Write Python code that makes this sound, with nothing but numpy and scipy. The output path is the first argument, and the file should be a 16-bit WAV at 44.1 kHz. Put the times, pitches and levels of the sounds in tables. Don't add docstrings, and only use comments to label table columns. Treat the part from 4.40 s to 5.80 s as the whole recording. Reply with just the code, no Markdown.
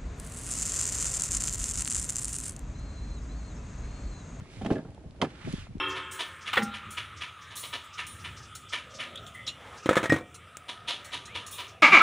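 import sys
import numpy as np
from scipy import signal
from scipy.fft import rfft, irfft
from scipy.io import wavfile
from scipy.ndimage import uniform_filter1d

SR = 44100
rng = np.random.default_rng(int(sys.argv[2]) if len(sys.argv) > 2 else 0)


def int16_out(signal):
    q = np.round(np.clip(np.atleast_2d(signal).T, -1, 1) * 32767)
    wavfile.write(sys.argv[1], SR, q.astype(np.int16))


def boost_factor(decibels):
    exponent = np.asarray(decibels, float) / 20
    return 10 ** exponent


N = 61739

# [pitch_hz, level_db]
AIR_SPECTRUM = [(20, -31), (59, -3.5), (215, -12), (600, -27.5), (1200, -32.5), (3100, -40), (11000, -51)]
# [pitch_hz, level_db]
AIR_SIDE_SPECTRUM = [(60, -14.5), (500, -7), (2000, -2.0), (8000, 2.5)]
# [time_s, level_db]
WIND = [
    (0, 6),
    (.1, -8),
    (.7, 5.5),
    (.8, -5.5),
    (.97, -25),
    (1.07, 5),
]
# [centre_s, level_db, pitch_hz, length_cycles]
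EDDIES = [(0.022, -35, 143, 1.84), (0.175, -37.5, 120, 0.58), (0.202, -38.5, 94.4, 4.9),
          (0.663, -33, 121, 0.83), (1.055, -32, 125, 1.9), (1.066, -35.5, 200, 2), (1.078, -29.5, 277, 2.7),
          (1.083, -25.5, 219, 0.96), (1.134, -35.5, 199, 1.5), (0.269, -31, 76.5, 0.31),
          (0.319, -27.5, 70, 0.77), (0.589, -44.5, 67, 2.5), (1.091, -33, 164.5, 4.6),
          (1.109, -34, 169, 1.2), (1.141, -22, 190, 1.75), (1.156, -34.5, 52.3, 0.98),
          (1.185, -33, 184, 0.8), (1.198, -41, 94.5, 2.6), (1.22, -44.5, 103, 2.4), (1.243, -39, 112, 0.83),
          (1.296, -39.5, 163, 1.74), (1.313, -34, 110, 1.6), (1.33, -41, 70, 1.4),
          (1.357, -28.5, 197, 1.28), (1.37, -34, 228, 0.57), (1.381, -39, 70, 1.25),
          (.676, -38.5, 72.6, 1.4), (.235, -32.5, 70, 1.1), (0.499, -37.5, 126, 1.4), (0, -35, 70, 0.45),
          (.702, -42.5, 148, 2)]
# [time_s, level_db]
HAND_STRAIN = [(0, -54), (.1, -47.5), (.19, -50.5), (.26, -36), (.34, -34.5), (.41, -41.5), (.5, -48.5),
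               (.7, -54.5), (.87, -46.5), (.95, -49), (1.02, -54), (1.1, -49), (1.28, -67)]
# [pitch_hz, level_db, t60_s]
PANEL_MODES = [(120, -7.5, 0.28), (158.2, 0, 0.084), (205, 4, 0.029), (288, 2, 0.032), (367, -4.5, 0.056),
               (447, -3.5, 0.039), (542, -3.5, 0.037), (630, -7.5, 0.07), (769, 0.5, 0.012),
               (1090, -14.5, 0.022), (1180, -28, 0.022), (1593, -11, 0.031)]
# [time_s, level_db]
ARM_SPEED = [(0, -68), (.06, -69), (.13, -60.5), (.22, -60.5), (.33, -56.5), (.4, -65.5), (.46, -71),
             (.74, -75.5), (.86, -57.5), (.95, -57), (1.05, -51), (1.2, -52.5), (1.26, -60), (1.3, -71)]
# [pitch_hz, level_db]
CLOTH_SPECTRUM = [(400, -18), (800, -10.5), (1300, -3.5), (2200, -5.5), (3600, -6.5), (5200, -12),
                  (11000, -20.5)]
# [time_s, treble_db]
CLOTH_TENSION = [
    (.1, 4),
    (1.04, -8),
    (1.1, 1),
    (1.25, -2),
]
# [time_s, level_over_rustle_db, pitch_hz]
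WEAVE_BAND = [(0, 0, 1500), (.08, -1.5, 2298), (.2, -7, 2295), (.3, -25, 2000), (.97, -24, 1700),
              (1.05, -8, 2270), (1.1, -17, 2100), (1.16, -7.5, 3544), (1.25, -7, 2300)]
# [start_s, peak_db, pitch_hz, length_ms]
TRIM_TICKS = [(.007, -40, 1300, 1.3), (.056, -45, 750, 1.2), (.147, -49, 880, 2.3),
              (.505, -53.5, 4400, 1.3), (.547, -47, 4730, 0.62), (.709, -45.5, 3800, 0.35),
              (.762, -54, 2500, 2.7), (.904, -46, 1790, 2.3), (.957, -44, 2000, 1.7),
              (1.126, -32.5, 6300, 1), (1.270, -44, 940, 1.6), (1.382, -49, 4800, 0.71)]
# [start_s,
# peak_db, pitch_hz, t60_ms]
IMPACTS = [(.2125, -35, 766, 53), (0.2189, -27.5, 236, 19), (.232, -30.5, 194, 42), (.2485, -29.5, 666, 44),
           (.2615, -39.5, 3210, 21), (0.261, -33.5, 1827, 27), (0.2671, -22.5, 256, 49),
           (0.2804, -35, 242, 24), (0.3037, -22, 374, 33), (0.3033, -34, 1230, 22), (.3035, -43, 3030, 25),
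           (.320, -48, 2370, 14), (.3100, -17.5, 307, 28.5), (.3130, -24.5, 266, 28),
           (0.316, -17.5, 222, 23), (.3195, -18.5, 422, 14), (.3265, -24.5, 432, 32),
           (.337, -30.5, 597, 19), (.349, -24, 276, 35), (0.3569, -39.5, 1705, 31), (.5185, -53.5, 800, 43),
           (.5775, -45, 830, 30), (.6395, -47.5, 665, 28), (0.8151, -25, 1180, 37),
           (.8152, -25, 3130, 21.6), (.817, -28.5, 278, 30), (.855, -32.5, 223, 37), (.8195, -22, 910, 14),
           (0.8222, -27, 1234, 28), (0.8243, -16, 266, 18), (.8300, -23, 630, 36), (.8370, -31.5, 295, 27),
           (.8400, -21, 288, 20), (.849, -32.5, 1220, 26), (0.8477, -34, 1720, 30), (1.0745, -39, 635, 28),
           (1.087, -45.5, 660, 17), (1.093, -41, 298, 27), (1.1352, -35.5, 376, 41), (1.368, -43, 403, 44),
           (1.2685, -41, 980, 10.4), (.449, -48, 1370, 23), (.453, -33.5, 170, 40), (.609, -47.5, 305, 98)]
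# [start_s, level_db, contact_ms, rattle_ms]
LINKAGE_BLOWS = [(0.213, -40.5, 0.52, 6.2), (.234, -43, 4.2, 13), (0.25, -38.5, 0.62, 12),
                 (0.259, -30.5, 0.38, 8), (.280, -37.5, 1.7, 51), (0.304, -24, 0.24, 9.9),
                 (0.317, -35.5, 0.38, 5), (0.327, -37, 0.66, 12), (0.349, -36, 1.8, 18),
                 (0.366, -38.5, 1, 2.8), (0.384, -36.5, 0.58, 12.7), (0.449, -45, 0.48, 11),
                 (0.487, -50, 0.37, 5.8), (0.518, -64, 0.16, 6.5), (0.577, -51, 0.37, 10.5),
                 (.640, -50, 1.67, 26), (0.743, -53.5, 0.32, 7.9), (.799, -45, 1.4, 16),
                 (.817, -24, 0.5, 20), (.825, -32, 1.5, 3.9), (0.841, -34, 0.42, 2.1),
                 (0.849, -33.5, 0.21, 21)]
# [start_s, level_db, rattle_ms, crack_over_ring_db]
HANDLE_CONTACTS = [(.217, -54.5, 11, 7), (.247, -58.5, 9.8, 16.5), (0.262, -35, 4.7, -4.5),
                   (.288, -76, 2.7, -1), (0.302, -48, 45, 7.5), (0.32, -52.5, 17.4, 7.5),
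                   (0.336, -66, 9.3, 9), (0.352, -56, 10, 7.5), (0.382, -47.5, 2.1, -7.5),
                   (0.8152, -18, 7, -8.5), (0.828, -38.5, 18, 2), (0.843, -37.5, 13, -7.5)]
# [pitch_hz, level_db, t60_s]
HANDLE_MODES = [(650, -3, .03), (990, 3, .035), (1240, -3, .02), (1520, -10, .015), (2023, -5, .035),
                (4470, -12, .012), (5600, -12, .01), (3200, -5, .009)]
# [pitch_hz, level_db]
CRACK_SPECTRUM = [(300, 23.5), (1500, 13.0), (3000, 9.5), (5500, 2.5), (8000, -6.5), (11000, -7)]
# [pitch_hz, level_db]
SCATTER_SPECTRUM = [(100, -34), (250, -21.0), (600, -5.5), (2000, 8.0), (10000, -0.5)]

PAN_DB, PAN_HZ, LAG_HZ = -4.5, 2000, 9200
SIDES = np.array([[1], [-1]])


def level(x, db):
    return x * boost_factor(db) / np.sqrt(np.mean(x ** 2))


def curve(table):
    s, db = np.array(table).T[:2]
    return boost_factor(np.interp(np.arange(N) / SR, s, db))


def colour(x, table):
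    hz, db = np.array(table).T
    f = np.maximum(np.arange(x.shape[-1] // 2 + 1) * SR / x.shape[-1], 1)
    gain = boost_factor(np.interp(np.log(f), np.log(hz), db))
    return irfft(rfft(x) * gain, x.shape[-1])


def band_filter(x, order, hz, kind="lowpass"):
    return signal.sosfilt(signal.butter(order, hz, kind, fs=SR, output="sos"), x)


def walk(rate):
    hold = int(SR / rate)
    steps = np.repeat(rng.standard_normal(N // hold + 1), hold)
    return uniform_filter1d(steps, hold)[:N]


def ring(force, modes):
    out = 0
    for hz, db, t60 in modes:
        pole = np.exp(2j * np.pi * hz / SR - np.log(1000) / (t60 * SR))
        out = out + boost_factor(db) * signal.lfilter([1], [1, -pole], force).imag
    return out


def push(x, ms):
    w = np.hanning(max(int(ms * SR / 1000), 1) + 2)
    return np.convolve(x, w / w.sum())[:len(x)]


def burst(ms, noise):
    u = np.arange(len(noise)) / (ms * SR / 1000)
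    b = noise * np.exp(-u) * (1 - np.exp(-u / 0.086))
    return b / np.sqrt(np.sum(b ** 2))


def add(out, s, x):
    i = int(s * SR)
    x = x[..., max(-i, 0):]
    i = max(i, 0)
    out[..., i:i + x.shape[-1]] += x[..., :N - i]


def ports(x, lag_us):
    f = np.arange(N // 2 + 1) * SR / N
    tilt = boost_factor(PAN_DB / 2 * f / (f + PAN_HZ))
    delay = np.exp(-2j * np.pi * f / (1 + f / LAG_HZ) * lag_us / 10 ** 6)
    s = rfft(x)
    return np.array([irfft(s * tilt * delay, N), irfft(s / tilt, N)])


def air():
    mid, side, wind = rng.standard_normal((3, N))
    side = colour(side, AIR_SIDE_SPECTRUM)
    floor = level(colour(mid + side * SIDES, AIR_SPECTRUM), -52.5)
    rumble = level(band_filter(wind, 2, [22, 70], "bandpass"), -55.5)
    gusting = boost_factor(3 * walk(13.0)) * curve(WIND)
    return floor + rumble * gusting


def puffs():
    sag, side_db, slip_rad, rough_db = 0.66, -5.5, 0.3, -20.5
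    out, swell = np.zeros((2, N)), np.zeros(N)
    for (s, db, hz, cycles), z in zip(EDDIES, rng.standard_normal(60)):
        u = np.arange(-2 * cycles * SR / hz, 2 * cycles * SR / hz) / SR * hz
        turn = 2 * np.pi * u * (1 - sag * u / cycles / 2)
        bell = boost_factor(db) * np.exp(-(2 * u / cycles) ** 2)
        side = boost_factor(side_db) * hz / 190 * np.sin(turn + slip_rad * z)
        add(out, s + u[0] / hz, bell * (np.cos(turn) + side * SIDES))
        add(swell, s + u[0] / hz, bell)
    rough = band_filter(rng.standard_normal((2, N)), 4, 500)
    return out + swell * level(rough, rough_db)


def creak():
    slips_per_s, scatter_db, slip_ms = 700, 3.5, 0.75
    happens = rng.random(N) < slips_per_s / SR
    size = boost_factor(scatter_db * np.minimum(rng.exponential(size=N), 2))
    slips = happens * size * np.sign(rng.standard_normal(N))
    return level(ring(push(slips, slip_ms), PANEL_MODES), 0) * curve(HAND_STRAIN)


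def sleeve():
    rustle_db, flicker_db, shared, lag_us, weave_width_hz = 3.5, 1.5, 0.47, 93, 550
    z = rng.standard_normal((3, N))
    z = z * boost_factor(flicker_db * np.array([walk(100) for _ in z]))
    own = z[1:] * boost_factor(PAN_DB / 2 * SIDES)
    both = np.sqrt(shared) * ports(z[0], lag_us) + np.sqrt(1 - shared) * own
    wide = level(colour(both, CLOTH_SPECTRUM), rustle_db)
    dull = signal.sosfiltfilt(signal.butter(2, 2800, fs=SR, output="sos"), wide)
    s, _, pitch = np.array(WEAVE_BAND).T
    hz = np.interp(np.arange(N) / SR, s, pitch)
    carrier = np.cos(2 * np.pi * np.cumsum(hz) / SR)
    band = band_filter(z[0], 2, weave_width_hz / 2) * carrier
    weave = ports(level(band, rustle_db) * curve(WEAVE_BAND), lag_us)
    return (dull + (wide - dull) * curve(CLOTH_TENSION) + weave) * curve(ARM_SPEED)


def ticks():
    out, t = np.zeros(N), np.arange(400) / SR
    for (s, db, hz, ms), z in zip(TRIM_TICKS, rng.standard_normal((30, 400))):
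        band = [hz / 2.33, min(hz * 1.58, 15000)]
        click = band_filter(z * np.exp(-t / ms * 1000), 2, band, "bandpass")
        add(out, s, boost_factor(db) * click / np.abs(click).max())
    return out


def thuds():
    rise_cycles = 0.25
    out, t = np.zeros(N), np.arange(4000) / SR
    for s, db, hz, t60 in IMPACTS:
        shape = (1 - np.exp(-t * hz / rise_cycles)) * 1000 ** (-t * 1000 / t60)
        add(out, s, boost_factor(db) * shape / shape.max() * np.sin(2 * np.pi * hz * t))
    return out


def knocks():
    force = np.zeros(N)
    for (s, db, contact, rattle), z in zip(LINKAGE_BLOWS, rng.standard_normal((30, 1500))):
        blow = push(burst(rattle, z * np.abs(z)), contact)
        add(force, s, boost_factor(db) * blow / np.sqrt(np.sum(blow ** 2)))
    return 0.38 * ring(force, PANEL_MODES)


def handle():
    force, crack = np.zeros(N), np.zeros(N)
    for (s, db, rattle, crack_db), z in zip(HANDLE_CONTACTS, rng.standard_normal((30, 2, 1500))):
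        add(force, s, boost_factor(db) * burst(rattle, z[0] * np.abs(z[0])))
        add(crack, s, boost_factor(db + crack_db) * burst(rattle, z[1]))
    return 0.5 * ring(force, HANDLE_MODES) + 8 * colour(crack, CRACK_SPECTRUM)


def squeak():
    start_s, level_db, pitch_hz, rub_ms = 0.357, -36, 1636, 27
    rub = np.zeros(N)
    add(rub, start_s, boost_factor(level_db) * burst(rub_ms, rng.standard_normal(3000)))
    return ring(rub, [(pitch_hz, 0, 0.04)])


def scatter(door):
    t = np.arange(int(0.08 * SR)) / SR
    tail = colour(rng.standard_normal((2, len(t))), SCATTER_SPECTRUM) * 1000 ** (-t / 0.036)
    tail = tail * boost_factor(-9) / np.sqrt(np.sum(tail ** 2) / 2)
    return signal.fftconvolve(door[None], tail)[:, :N]


def scene():
    door = knocks() + creak() + handle() + ticks() + squeak() + thuds()
    for _ in range(2):
        door = band_filter(door, 2, 135, "highpass")
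    return ports(door, lag_us=46.4) + scatter(door) + puffs() + sleeve() + air()


def band_limit(x):
    return signal.sosfilt(signal.butter(12, 11730, fs=SR, output="sos"), x)


def record(dry):
    top_cut = signal.ellip(10, 0.2, 60, 11050, fs=SR, output="sos")
    mix = signal.sosfilt(top_cut, dry)
    return band_limit(mix)


dry = scene()
out = record(dry)
int16_out(out)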